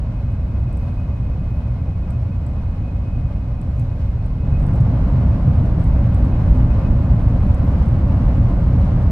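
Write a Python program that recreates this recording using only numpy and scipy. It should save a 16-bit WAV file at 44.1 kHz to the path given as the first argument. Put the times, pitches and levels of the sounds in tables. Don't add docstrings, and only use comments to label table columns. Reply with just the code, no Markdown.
import sys
import numpy as np
from scipy import signal
from scipy.fft import rfft, irfft
from scipy.io import wavfile
from scipy.ndimage import uniform_filter1d

SR = 44100
rng = np.random.default_rng(int(sys.argv[2]) if len(sys.argv) > 2 else 0)


def digitize_waveform(pressure):
    field = np.atleast_2d(pressure).T
    bounded = np.clip(field, -1, 1)
    quanta = np.round(bounded * 32767).astype(np.int16)
    wavfile.write(sys.argv[1], SR, quanta)


N = 401751
TIME, HZ = np.arange(N) / SR, np.fft.rfftfreq(N, 1 / SR)

# (frequency [Hz], relative density [dB])
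BODY_SPECTRUM = [(5, -27.5), (12, -21.5), (22, -14.5), (30, -3), (41, -6), (52, -1.5), (64, -0.5),
                 (75, -3.5), (90, -1.5), (101, -13.5), (150, -39), (400, -91)]
# (frequency [Hz], relative density [dB])
PANEL_SPECTRUM = [(50, -36.5), (85, -12), (102, -3), (118, 3), (132, -4.5), (155, -9.5), (190, -26.5),
                  (350, -61), (1500, -110)]
# (time [s], length [s], body lift [dB], panel lift [dB])
TRACK_BUMPS = [(0.52, 0.44, 3.5, -0.5), (3.21, .2, 2.5, 3), (3.78, 0.19, 0, 6.5), (4.07, 0.14, 6, 3),
               (4.81, 0.18, -6.5, 9), (5.16, .16, -0.5, 5.5), (5.49, 0.11, -1, 7.5), (5.95, 0.07, 6, 2),
               (6.52, .28, 5, 1.5), (7.24, 0.2, -1.5, 6), (8.29, 0.14, 1.5, 3)]
def body_and_floor():
    body_lift_db, panel_lift_db = swells(TRACK_BUMPS)
    body_db = tunnel_level(open_db=-21.5, lift_db=5.7, rise_s=.09) + body_lift_db
    panel_db = tunnel_level(open_db=-26, lift_db=5.74, rise_s=.053) + panel_lift_db
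    rumble = gain_of(body_db) * steadied(vestibule_noise(BODY_SPECTRUM), .25)
    drone = gain_of(panel_db) * steadied(vestibule_noise(PANEL_SPECTRUM), .5)
    return rumble + drone


# (multiple of the turning rate, relative level [dB])
WHEEL_ORDERS = [(1, -33.5), (2, -37), (3, -35.5), (4, -32)]
def wheels(turning_hz=28.98, wander=.012, waver_db=2):
    turns = np.cumsum(turning_hz * (1 + wander * drift(2.16))) / SR
    throb = sum(gain_of(db + waver_db * drift(1.9)) * np.sin(2 * np.pi * (order * turns + rng.random()))
                for order, db in WHEEL_ORDERS)
    return gain_of(tunnel_level(open_db=-4, lift_db=5, rise_s=.1)) * throb


# (frequency [Hz], relative density [dB])
GAP_SPECTRUM = [(90, -28.5), (135, -5.5), (165, 2), (195, -1.5), (218, -4), (262, -5), (310, -14),
                (360, -21.5), (500, -41.5), (1500, -89)]
# (frequency [Hz], relative density [dB])
SKIN_SPECTRUM = [(180, -30.5), (330, -2.5), (400, -4.5), (470, -3.5), (560, -1), (690, -3.5), (820, -7.5),
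                 (1060, -8.5), (1300, -14), (1550, -17), (1850, -21.5), (2400, -25), (3400, -37.5),
                 (8000, -73)]
# (frequency [Hz], relative density [dB])
SEAL_SPECTRUM = [(900, -22.5), (2000, -0.5), (2800, 2.5), (3400, -0.5), (4150, -2), (4800, -4), (5800, -7),
                 (6600, -10.5), (8300, -16), (10000, -15.5), (12500, -21), (15500, -27.5)]
# (time [s], length [s], rush lift [dB], hiss lift [dB])
DOOR_GUSTS = [(0.83, .4, 1, 1.5), (4.03, .16, 1.5, 4), (6.81, .2, 1.8, 1.5), (7.81, 0.17, 1, 1.5),
              (8.84, 0.18, 0, 1)]
def air(flutter_db=.64):
    rush_lift_db, hiss_lift_db = swells(DOOR_GUSTS)
    eddies_db = flutter_db * drift(24)
    boom_db = tunnel_level(open_db=-32.5, lift_db=7.82, rise_s=.15)
    rush_db = tunnel_level(open_db=-42.5, lift_db=6.95, rise_s=.14) + rush_lift_db + eddies_db
    hiss_db = tunnel_level(open_db=-63, lift_db=3.8, rise_s=.2) + hiss_lift_db + eddies_db
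    boom = gain_of(boom_db) * steadied(vestibule_noise(GAP_SPECTRUM), .24)
    rush = gain_of(rush_db) * steadied(vestibule_noise(SKIN_SPECTRUM), .36)
    hiss = gain_of(hiss_db) * vestibule_noise(SEAL_SPECTRUM)
    return boom + rush + hiss


# (time [s], level [dB])
WHINE_COURSE = [(0, -65.5), (0.9, -59.5), (1.3, -62.5), (2.05, -62), (2.42, -64.5), (2.8, -60.5),
                (3.9, -66), (5.6, -65.5), (7.0, -64), (8.1, -70)]
# (time [s], length [s], lift [dB])
WHINE_FLARES = [(3.16, .18, 5.5), (4.55, .22, 11), (6.72, 0.098, 8), (6.87, .09, 7), (7.48, .2, 9)]
def gear_whine(pitch_hz=2519, waver_db=1.4, blur_hz=30, steady=1.7, apart=.93):
    whine_db = np.interp(TIME, *np.transpose(WHINE_COURSE)) + swells(WHINE_FLARES)[0]
    whine_db += waver_db * drift(6)
    shared, left, right = (drift(blur_hz) + 1j * drift(blur_hz) for _ in range(3))
    paths = steady + shared + apart * np.array([left, right])
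    tone = np.exp(2j * np.pi * np.cumsum(pitch_hz + 5 * drift(6)) / SR)
    return gain_of(whine_db) * steadied((paths * tone).real, .15)


# (frequency [Hz], relative level [dB], t60 [s])
FITTING_MODES = [(5100, -12.5, .008), (6310, -14, .008), (7750, 0, 0.0049), (8520, 0, 0.0074),
                 (9500, -7.5, .008), (10900, -13.5, .009), (11800, -15.5, .009), (12900, -18, .01)]
def tick(rise_s=.00089, walls_db=-4.5, walls_t60=.028, tail_db=-10.5, tail_t60=.2,
         scrape_db=-4, scrape_t60=.024):
    t = np.arange(SR // 8) / SR
    ring = np.zeros(len(t))
    for hz, db, t60 in FITTING_MODES:
        decay = gain_of(db + 2 * rng.standard_normal() - 60 * t / t60)
        ring += decay * np.sin(2 * np.pi * (hz * rng.uniform(.93, 1.01) * t + rng.random()))
    ring *= 1 - np.exp(-(t / rise_s) ** 2)
    walls, tail, friction = rng.standard_normal((3, 2, len(t)))
    walls *= (t > .002) * gain_of(-60 * t / walls_t60)
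    tail *= gain_of(-60 * t / tail_t60)
    room = gain_of(walls_db) * walls / np.linalg.norm(walls[0])
    room += gain_of(tail_db) * tail / np.linalg.norm(tail[0])
    echoes = signal.fftconvolve(ring[None], room, axes=1)[:, :len(t)]
    scrape_band = signal.butter(2, [4000, 13000], "band", fs=SR, output="sos")
    scrape = signal.sosfilt(scrape_band, friction) * gain_of(-60 * t / scrape_t60)
    sound = evened(ring + echoes) + gain_of(scrape_db) * evened(scrape)
    return sound / abs(sound.mean(0)).max()


# (time [s], relative peak level [dB])
FITTING_TICKS = [(0.3217, -55), (0.7278, -46), (0.7717, -47), (2.1047, -47.5), (2.4649, -48),
                 (3.6142, -45.5), (3.7953, -46), (4.2628, -50), (4.5965, -54), (4.6264, -50), (4.6658, -46),
                 (4.7357, -51), (4.7576, -50.5), (5.4236, -56), (5.6581, -50.5), (5.7988, -52),
                 (5.8402, -48.5), (6.145, -42.5), (6.2493, -49), (7.546, -42), (7.683, -51), (7.8242, -54),
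                 (7.8591, -54), (7.8875, -50.5), (8.8409, -56), (9.0299, -54)]
def loose_fitting(lift_db=.5, faint_count=20, spread_db=2):
    out = np.zeros((2, N))
    for s, db in FITTING_TICKS:
        add(out, s, gain_of(db + lift_db) * tick())
    faint_db = tunnel_level(open_db=-65.5, lift_db=6, rise_s=.1)
    for when, size in rng.random((faint_count, 2)):
        add(out, when * N / SR, gain_of(faint_db[int(when * N)] + spread_db * size) * tick())
    return out


# (time [s], length [s], level [dB], centre [Hz], width [Hz])
TRIM_RUSTLES = [(0.585, 0.036, -72, 11900, 3500), (0.734, 0.39, -73, 11000, 3000),
                (1.5, .025, -72, 13000, 2500), (1.545, .04, -72, 12500, 3000),
                (1.765, .3, -87, 14500, 1800), (4.805, 0.013, -52.5, 6500, 5540),
                (6.12, 0.22, -70.5, 11500, 3500), (6.413, .4, -73, 11000, 3970),
                (7.646, .016, -59, 12500, 1300)]
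def wall_trim(apart=.7):
    out = np.zeros((2, N))
    for s, length, db, centre_hz, width_hz in TRIM_RUSTLES:
        n = int(length * SR)
        shared, left, right = rng.standard_normal((3, n))
        friction = shared + apart * np.array([left, right])
        band = np.exp(-((np.fft.rfftfreq(n, 1 / SR) - centre_hz) / width_hz) ** 2 / 2)
        envelope = np.interp(np.arange(n) / n, [0, .15, 1], [0, 1, 0])
        add(out, s, gain_of(db) * envelope * evened(irfft(rfft(friction) * band, n)))
    return out


# (multiple of the pitch, relative level [dB])
BUZZ_HARMONICS = [(3, 2), (4, -1), (6, -2), (7, -2), (8, -5.5), (10, -7), (11, -4.5), (12, -4.5), (13, -8),
                  (15, -7)]
# (time [s], length [s], level [dB])
BUZZ_BURSTS = [(3.81, .2, -71), (3.945, .08, -77)]
def electronics_buzz(pitch_hz=1000, flicker_db=4, rasp_rad=1.1):
    bursts = sum(gain_of(db) * arch(s, length) for s, length, db in BUZZ_BURSTS)
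    buzz = np.zeros(N)
    for multiple, db in BUZZ_HARMONICS:
        phase = 2 * np.pi * (multiple * pitch_hz * TIME + rng.random())
        buzz += gain_of(db) * np.sin(phase + rasp_rad * drift(250))
    return bursts * gain_of(flicker_db * drift(40)) * buzz


# (frequency [Hz], relative density [dB])
FAN_SPECTRUM = [(1500, -36), (1950, -14), (2130, -0.5), (2220, -5), (2310, -3.5), (2450, -15.5),
                (3000, -40.5)]
def cooling_fans(level_db=-67):
    return gain_of(level_db) * vestibule_noise(FAN_SPECTRUM)


# (frequency [Hz], level [dB])
INVERTER_TONES = [(3144, -84.5), (10514, -90)]
def inverter(waver_db=2):
    out = np.zeros((2, N))
    for hz, db in INVERTER_TONES:
        phase = 2 * np.pi * (hz * TIME + rng.random((2, 1)) / 4) + drift(5)
        out += gain_of(db + waver_db * drift(5)) * np.sin(phase)
    return out


# (frequency [Hz], width [Hz], lift [dB])
WALL_RESONANCES = [(63.8, 7.7, 2.5), (565, 44, 2), (1130, 60, 0), (1570, 40, 2.5), (2080, 150, 3),
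                   (2810, 32, 1), (3040, 26, 2.5), (3800, 40, 3), (4040, 27, 6), (4230, 35, 2.5),
                   (5300, 56, 3), (7880, 90, 5), (8500, 200, 2)]
# (frequency [Hz], correlation [-1..1])
PAIR_CORRELATION = [(30, .999), (90, 1), (180, 0.99), (280, 0.94), (370, 0.84), (560, 0.97), (720, 0.8),
                    (1050, .72), (1300, .37), (1520, .46), (1800, .1), (3000, -.05), (5600, -.12),
                    (8500, 0.07), (15000, -0.0041)]
def vestibule_noise(spectrum, right_lead_rad=.085, ripple_db=1.5):
    mid, side = rfft(rng.standard_normal((2, N)))
    correlation = np.clip(over_frequency(PAIR_CORRELATION), -.9995, .9995)
    mid, side = mid * np.sqrt(1 + correlation), side * np.sqrt(1 - correlation)
    right_lead = np.exp(1j * right_lead_rad * HZ / (HZ + 120))
    pair = np.array([mid + side, (mid - side) * right_lead])
    walls_db = sum(db / (1 + (2 * (HZ - hz) / width) ** 2) for hz, width, db in WALL_RESONANCES)
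    ripple = evened(uniform_filter1d(rng.standard_normal(len(HZ)), size=220)) * HZ / (HZ + 900)
    pair = irfft(pair * gain_of(over_frequency(spectrum) + walls_db + ripple_db * ripple), N)
    return pair / pair.mean(0).std()


def tunnel_level(open_db, lift_db, rise_s, entry_s=4.368, build_per_s=.036):
    inside_s = np.maximum(TIME - entry_s, 0)
    return open_db + lift_db * (1 - np.exp(-inside_s / rise_s) + build_per_s * inside_s)


def arch(s, length):
    return np.cos(np.pi * np.clip((TIME - s) / length, -.5, .5)) ** 2


def swells(rows):
    return sum(np.outer(lifts_db, arch(s, length)) for s, length, *lifts_db in rows)


def drift(rate_hz):
    return evened(irfft(rfft(rng.standard_normal(N)) * np.exp(-(HZ / rate_hz) ** 2), N))


def steadied(pair, window_s):
    power = uniform_filter1d(pair.mean(0) ** 2, int(window_s * SR))
    return pair / np.sqrt(uniform_filter1d(power, SR // 20) + 1e-9)


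def over_frequency(points):
    hz, value = np.transpose(points)
    return np.interp(np.log(HZ + 1), np.log(hz + 1), value)


def gain_of(db):
    return 10 ** (np.asarray(db) / 20)


def evened(x):
    return x / np.sqrt(np.mean(x ** 2) + 1e-20)


def add(mix, s, sound):
    part = mix[:, round(s * SR):][:, :sound.shape[1]]
    part += sound[:, :part.shape[1]]


def scene():
    ride = body_and_floor() + wheels() + air()
    return ride + gear_whine() + loose_fitting() + wall_trim() + electronics_buzz() + cooling_fans() + inverter()


def record(dry, balance_db=.15, cutoff_hz=15700):
    sensitivity = gain_of([[-balance_db], [balance_db]])
    low_pass = signal.firwin(511, cutoff_hz, window=("kaiser", 9), fs=SR)
    return signal.oaconvolve(dry * sensitivity, low_pass[None], "same")


dry = scene()
out = record(dry)
digitize_waveform(out)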